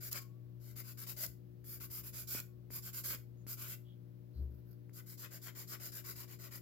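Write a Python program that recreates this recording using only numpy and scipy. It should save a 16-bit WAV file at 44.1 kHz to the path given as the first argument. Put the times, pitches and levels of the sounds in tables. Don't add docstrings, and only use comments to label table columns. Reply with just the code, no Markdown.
import sys
import numpy as np
from scipy import signal
from scipy.fft import rfft, irfft, next_fast_len
from scipy.io import wavfile
from scipy.ndimage import uniform_filter1d

SR = 44100
rng = np.random.default_rng(int(sys.argv[2]) if len(sys.argv) > 2 else 0)


def wrap_up_sound(samples):
    columns = np.atleast_2d(samples).T
    tamed = np.clip(columns, -1, 1)
    steps = np.round(tamed * 32767).astype(np.int16)
    wavfile.write(sys.argv[1], SR, steps)


N = 291501
T = np.arange(N) / SR

# start_s, end_s, direction, force_db, board_gain_db
PASSES = [ (0.0, 0.11, 1, -45.5, -12.5), (0.108, 0.145, -1, -42, -12), (0.137, 0.207, 1, -45, -2),
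          (0.208, 0.236, -1, -54.5, -14), (.594, 0.761, 1, -60.5, -12), (.753, 0.835, 1, -49.5, -9.5),
          (.833, 0.949, -1, -53.5, -10.5), (0.968, 1.07, 1, -49, -11), (1.06, 1.147, -1, -46, -12.5),
          (1.16, 1.284, 1, -42.5, -13), (1.637, 1.801, 1, -48.5, -16.5), (1.796, 1.878, -1, -47.5, -11),
          (1.895, 2.035, 1, -45, -15), (2.027, 2.119, -1, -48.5, -12.5), (2.123, 2.259, -1, -46.5, -10.5),
          (2.267, 2.425, 1, -41, -10), (2.699, 2.814, -1, -45, -12.5), (2.817, 2.921, 1, -47.5, -11),
          (2.925, 3.029, -1, -42.5, -12.5), (3.031, 3.175, 1, -40.5, -9.5), (3.465, 3.561, -1, -43, -13),
          (3.565, 3.692, 1, -47.5, -7.5), (3.658, 3.77, 1, -46, -10), (4.926, 5.02, 1, -54, -12.5),
          (5.057, 5.173, -1, -53.5, -14), (5.17, 5.284, 1, -50.5, -7.5), (5.302, 5.398, -1, -52.5, -7),
          (5.411, 5.517, 1, -51, -3.5), (5.545, 5.662, -1, -50, -8), (5.668, 5.778, 1, -48.5, -7),
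          (5.793, 5.917, -1, -47.5, -9), (5.913, 6.029, 1, -48, -10.5), (6.037, 6.153, -1, -47.5, -9),
          (6.146, 6.267, 1, -51, -7), (6.273, 6.374, -1, -55.5, -5.5), (6.383, 6.504, 1, -53, -5),
          (6.504, 6.605, -1, -50.5, -7.5)]
# start_s, ring_hz, ring_drop_hz, rasp_gain_db, board_rise_db, left_over_right_db
GRIPS = [(0, 2780, 500, -5.5, 0, 5), (.5, 2540, 520, -6, 5.5, 7.5), (1.5, 2550, 350, -8.5, 7, 5),
         (2.08, 2500, 70, -5.5, 20, 1.2), (2.6, 2480, 87, -7, 16, 3), (3.3, 2700, 0, -7.5, 11, 4),
         (4.8, 1980, 52, -5, 27, 5.5), (5.85, 1940, 0, -6, 11.5, 6)]
# time_s, extra_db
PRESSES = [(1.235, 4), (2.345, 0.5), (3.048, 5), (3.73, 0.5), (5.485, 1), (5.737, 2)]
# time_s, tick_gain_db, knock_gain_db
TAPS = [(0.127, -28.5, -70), (1.262, -34.5, -61), (1.643, -69, -53), (2.35, -51, -32), (2.4, -35.5, -60),
        (2.705, -65, -40), (3.147, -37, -40), (3.467, -49, -41), (4.895, -67, -46.5)]
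# start_s, level_db
AFTER_RINGS = [(.2, -72.5), (2.47, -86)]
# start_s, end_s, pitch_hz, level_db
SQUEAKS = [(3.358, 3.445, 6500, -82), (3.833, 3.963, 3300, -75), (4.325, 4.427, 4300, -77)]
# start_s, end_s, level_db
RUSTLES = [(4.327, 4.483, -75), (4.497, 4.62, -73.5), (4.653, 4.754, -68)]
# multiple_of_mains, left_db, right_db
HUM_TONES = [(2, -51, -59), (3, -66.5, -67.5), (4, -72.5, -102), (5, -66.5, -77.5), (6, -64.5, -104.5),
             (8, -77.5, -111), (10, -78.5, -92.5)]
# time_s, level_db
DRONE_LEVELS = [(0, -68), (1.1, -70), (1.26, -62), (1.45, -73), (2.1, -62.5), (3.5, -67), (4.25, -77.5),
                (5.7, -77), (6.1, -67), (6.6, -72)]

# frequency_hz, gain_db
GRIT_TONE = [(5000, -97), (8700, -12), (10000, -4.5), (11300, 4.5), (13000, 6.5), (14500, 8.5), (16000, -5)]
NAIL_TONE = [(2000, -25.5), (3600, -10.5), (4300, -6), (4650, -3.5), (4950, 0), (5200, 0), (5550, -5),
             (6300, -4.5), (7200, 2), (7850, -4), (8600, -17), (11000, -20)]
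BOARD_TONE = [(150, -11.5), (400, -5.5), (620, -2.5), (800, -13), (1120, -3), (1300, -3.5), (1490, 2.5),
              (1780, -7), (2100, -3), (2700, -4.5), (3400, -6), (4500, -10.5), (8000, -35.5)]
KNOCK_TONE = [(60, -18), (170, 12.5), (400, 8), (800, -9), (2200, -5), (4000, -36), (12000, -34)]
CLOTH_TONE = [(200, 27), (700, -23), (1500, 16.5), (3000, -21), (4600, 10), (8600, -14), (12000, 14),
              (13500, 18), (15500, 7)]
RUMBLE_TONE = [(25, -17), (55, -3.5), (100, -8.0), (200, -11.5), (400, -14), (800, -38), (3000, -61)]
DRONE_TONE = [(20, -29.5), (45, -25), (60, 0.5), (68, 3), (76, -3), (95, -8.5), (160, -14.5), (350, -43.5),
              (700, -36.5), (2000, -91)]
AIR_TONE = [(20, -33), (48, -12.5), (68, -6.5), (90, -4), (170, 0.5), (260, -7.5), (450, -13.5), (800, -26),
            (2000, -32.5), (5000, -37), (8600, -46), (13500, -31.5), (16000, -32)]
# frequency_hz, left_over_right_db
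HANDS_BALANCE = [(100, -17), (400, 10), (1100, 11.5), (1500, 5.5), (2200, 6.5), (3300, 0), (5200, -0.5),
                 (6500, -6.5), (9000, -4.5), (12000, -5), (15000, -3)]
AIR_BALANCE = [(60, 11), (200, 22), (380, 7.5), (700, 4.1), (1300, 4), (2400, 1.4), (15000, 2)]


def filing(rise_db=3.5, lean_in_db=9.5, pause_s=.15, press_width_s=0.021):
    out, last_end = np.zeros((2, N)), -np.inf
    for start, end, direction, force_db, board_db in PASSES:
        grip = GRIPS[sum(start >= later[0] for later in GRIPS[1:])]
        _, ring_hz, drop_hz, rasp_db, growth_db, left_db = grip
        press_db = lean_in_db if start - last_end > pause_s else rise_db
        board_rise_db, ring_hz = (growth_db, ring_hz - drop_hz) if direction > 0 else (0, ring_hz)
        nail_db = rasp_db + 0.28 * (board_db + 8.5)
        sound = one_pass(end - start, force_db, press_db, nail_db, board_db, board_rise_db, ring_hz)
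        add(out, start, sound * undb([[left_db / 2], [-left_db / 2]]))
        last_end = end
    extra_db = sum(db * np.exp(-((T - time) / press_width_s) ** 2) for time, db in PRESSES)
    return out * undb(extra_db)


def one_pass(length_s, force_db, press_db, nail_db, board_db, board_rise_db, ring_hz, size=12000):
    age = T[:size]
    progress, speed = hand_move(age, length_s)
    bite_and_release = speed ** np.where(progress < 0, 0.34, 1.5)
    force = bite_and_release * undb(force_db + press_db * progress)
    force *= np.where(age < 0.0052, undb(-9), 1)
    force *= flicker(depth_db=1.04, rate_hz=216.7, size=size)
    grit = grit_clicks(speed)
    hiss = ring_body(1.06 * force * speed ** 0.21, speed, grit, GRIT_TONE, beamed=0.94)
    rasp = ring_body(force, speed, grit, NAIL_TONE, beamed=0.63)
    shake = force / (speed + 0.037) ** .18 * undb(board_rise_db * progress)
    shake *= flicker(depth_db=0.5, rate_hz=146.0, size=size)
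    rattle = ring_body(shake, speed, grit, BOARD_TONE, beamed=0.23)
    rattle += 0.96 * signal.lfilter(*signal.iirpeak(ring_hz, Q=9, fs=SR), rattle)
    return hiss + undb(nail_db) * rasp + 0.6 * undb(board_db) * rattle


def grit_clicks(speed, peak_per_s=18000, spread_db=4.0):
    count = len(speed)
    chance = np.clip(peak_per_s / SR * (.3 + .7 * speed), .01, 1)
    caught = rng.random(count) < chance
    sizes = rng.choice([-1, 1], count) * undb(spread_db * rng.standard_normal(count))
    return unit(caught * sizes / np.sqrt(chance))


def ring_body(force, speed, grit, tone, beamed):
    def heard(clicks):
        return bounces(colour(force * clicks, tone), bounce_db=-3)

    shared = heard(grit)
    separate = np.array([heard(grit_clicks(speed))[side] for side in range(2)])
    return np.sqrt(1 - beamed) * shared + np.sqrt(beamed) * separate


def taps(tick_fade_s=0.0016):
    fades, pushes = np.zeros((2, N))
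    for start, tick_db, knock_db in TAPS:
        first = int(start * SR)
        fades[first:] += undb(tick_db) * np.exp(-T[:N - first] / tick_fade_s)
        pushes[first] += undb(knock_db)
    crunch = fades * rng.standard_normal(N)
    ticks = colour(crunch, GRIT_TONE) + .5 * colour(crunch, NAIL_TONE)
    knocks = undb(11) * colour(pushes, KNOCK_TONE)
    return bounces(ticks, bounce_db=11) + knocks


def after_ring(pitch_hz=1106, waver_hz=21.8, fade_s=0.8):
    level = sum(undb(db) * (T > start) * die_away(T - start, fade_s) for start, db in AFTER_RINGS)
    cycles = np.cumsum(pitch_hz + waver_hz * wander(rate_hz=60)) / SR
    return level * sine(cycles)


def squeaks():
    out = np.zeros(N)
    for start, end, pitch_hz, db in SQUEAKS:
        band = signal.iirpeak(pitch_hz, Q=6, fs=SR)
        whistle = unit(signal.lfilter(*band, signal.lfilter(*band, rng.standard_normal(N))))
        _, swell = hand_move(T - start, end - start)
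        out += undb(db) * swell * whistle
    return bounces(out, bounce_db=-5)


def sleeves():
    rub = np.zeros(N)
    for start, end, db in RUSTLES:
        _, speed = hand_move(T - start, end - start)
        rub += undb(db) * np.sqrt(speed)
    rub *= flicker(depth_db=3.0, rate_hz=150)
    return np.array([colour(rub * rng.standard_normal(N), CLOTH_TONE) for _ in range(2)])


def bump(start_s=4.352, level_db=-36, rise_s=0.078, fade_s=0.46, pitch_hz=68.5, right_db=-5):
    age = T - start_s
    swell = np.sqrt(np.clip(age / rise_s, 0, 1)) * die_away(age - rise_s, fade_s)
    rumble = undb(-16) * colour(rng.standard_normal(N), RUMBLE_TONE)
    return undb(level_db) * swell * (sine(pitch_hz * T) + rumble) * undb([[0], [right_db]])


def bounces(sound, bounce_db, fade_s=.0022):
    age = T[:1024]
    pair = []
    for delay_samples in (3, 0):
        echoes = rng.standard_normal(len(age)) * np.exp(-age / fade_s) * (age > .0005)
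        response = undb(bounce_db) * echoes / np.linalg.norm(echoes)
        response[delay_samples] += 1
        pair.append(convolve(sound, response / np.linalg.norm(response)))
    return np.array(pair)


def room(pair, echo_db=-10.0, fade_s=0.24):
    age = T[:SR // 2]
    tails = rng.standard_normal((2, len(age))) * die_away(age, fade_s) * (age > .005)
    echo = np.array([convolve(side, tail / np.linalg.norm(tail)) for side, tail in zip(pair, tails)])
    return balance(pair + undb(echo_db) * echo, HANDS_BALANCE)


def mains_hum(mains_hz=59.97, waver_db=1.0, right_lead_s=0.0011):
    out = np.zeros((2, N))
    clock = np.array([T, T + right_lead_s])
    for multiple, left_db, right_db in HUM_TONES:
        tone = sine(multiple * mains_hz * clock + rng.random())
        out += undb([[left_db], [right_db]]) * tone * undb(waver_db * wander(rate_hz=2.007))
    return out


def room_noise(air_db=-65, split_hz=600):
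    low, high = (signal.butter(2, split_hz, kind, fs=SR, output="sos") for kind in ("low", "high"))
    bass = signal.sosfilt(low, rng.standard_normal(N))
    hiss = signal.sosfilt(high, rng.standard_normal((2, N)))
    air = undb(air_db) * np.array([colour(bass + side, AIR_TONE) for side in hiss])
    drone_db = np.interp(T, *np.transpose(DRONE_LEVELS))
    drone = undb(drone_db) * colour(rng.standard_normal(N), DRONE_TONE)
    return balance(air + drone, AIR_BALANCE)


def hand_move(age, length_s):
    progress = np.clip(age / length_s, 0, 1) - .5
    return progress, np.maximum(1 - (2 * progress) ** 2, 0) ** 1.326


def wander(rate_hz, size=N):
    span = max(int(SR / rate_hz), 1)
    steps = np.repeat(rng.standard_normal(size // span + 1), span)[:size]
    return unit(uniform_filter1d(steps, span))


def flicker(depth_db, rate_hz, size=N):
    return unit(undb(depth_db * wander(rate_hz, size)))


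def die_away(age, fade_s):
    return np.exp(-np.log(1000) * np.maximum(age, 0) / fade_s)


def sine(cycles):
    return np.sqrt(2) * np.sin(2 * np.pi * cycles)


def colour(sound, tone, size=8192):
    cepstrum = irfft(np.log(unit(curve_gains(tone, size))))
    cepstrum[1:size // 2] *= 2
    cepstrum[size // 2 + 1:] = 0
    return convolve(sound, irfft(np.exp(rfft(cepstrum))))


def balance(pair, curve):
    size = next_fast_len(N + SR)
    ratio = curve_gains(curve, size)
    gains = np.array([ratio, np.ones_like(ratio)]) * np.sqrt(2 / (1 + ratio ** 2))
    return irfft(rfft(pair, size) * gains, size)[:, :N]


def curve_gains(curve, size):
    hz, db = np.transpose(curve)
    frequencies = np.fft.rfftfreq(size, 1 / SR)
    return undb(np.interp(np.log(frequencies + 1), np.log(hz), db))


def convolve(sound, response):
    return signal.fftconvolve(sound, response)[:len(sound)]


def add(track, start_s, sound):
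    first = max(int(start_s * SR), 0)
    track[:, first:first + sound.shape[1]] += sound[:, :N - first]


def undb(db):
    return 10 ** (np.asarray(db) / 20)


def unit(x):
    return x / np.sqrt(np.mean(x ** 2))


def scene():
    hands = filing() + taps() + sleeves() + squeaks() + after_ring()
    return room(hands) + bump() + mains_hum() + room_noise()


def record(dry):
    top_hz = 15800
    return signal.sosfilt(signal.ellip(8, .1, 70, top_hz, fs=SR, output="sos"), dry)


dry = scene()
out = record(dry)
wrap_up_sound(out)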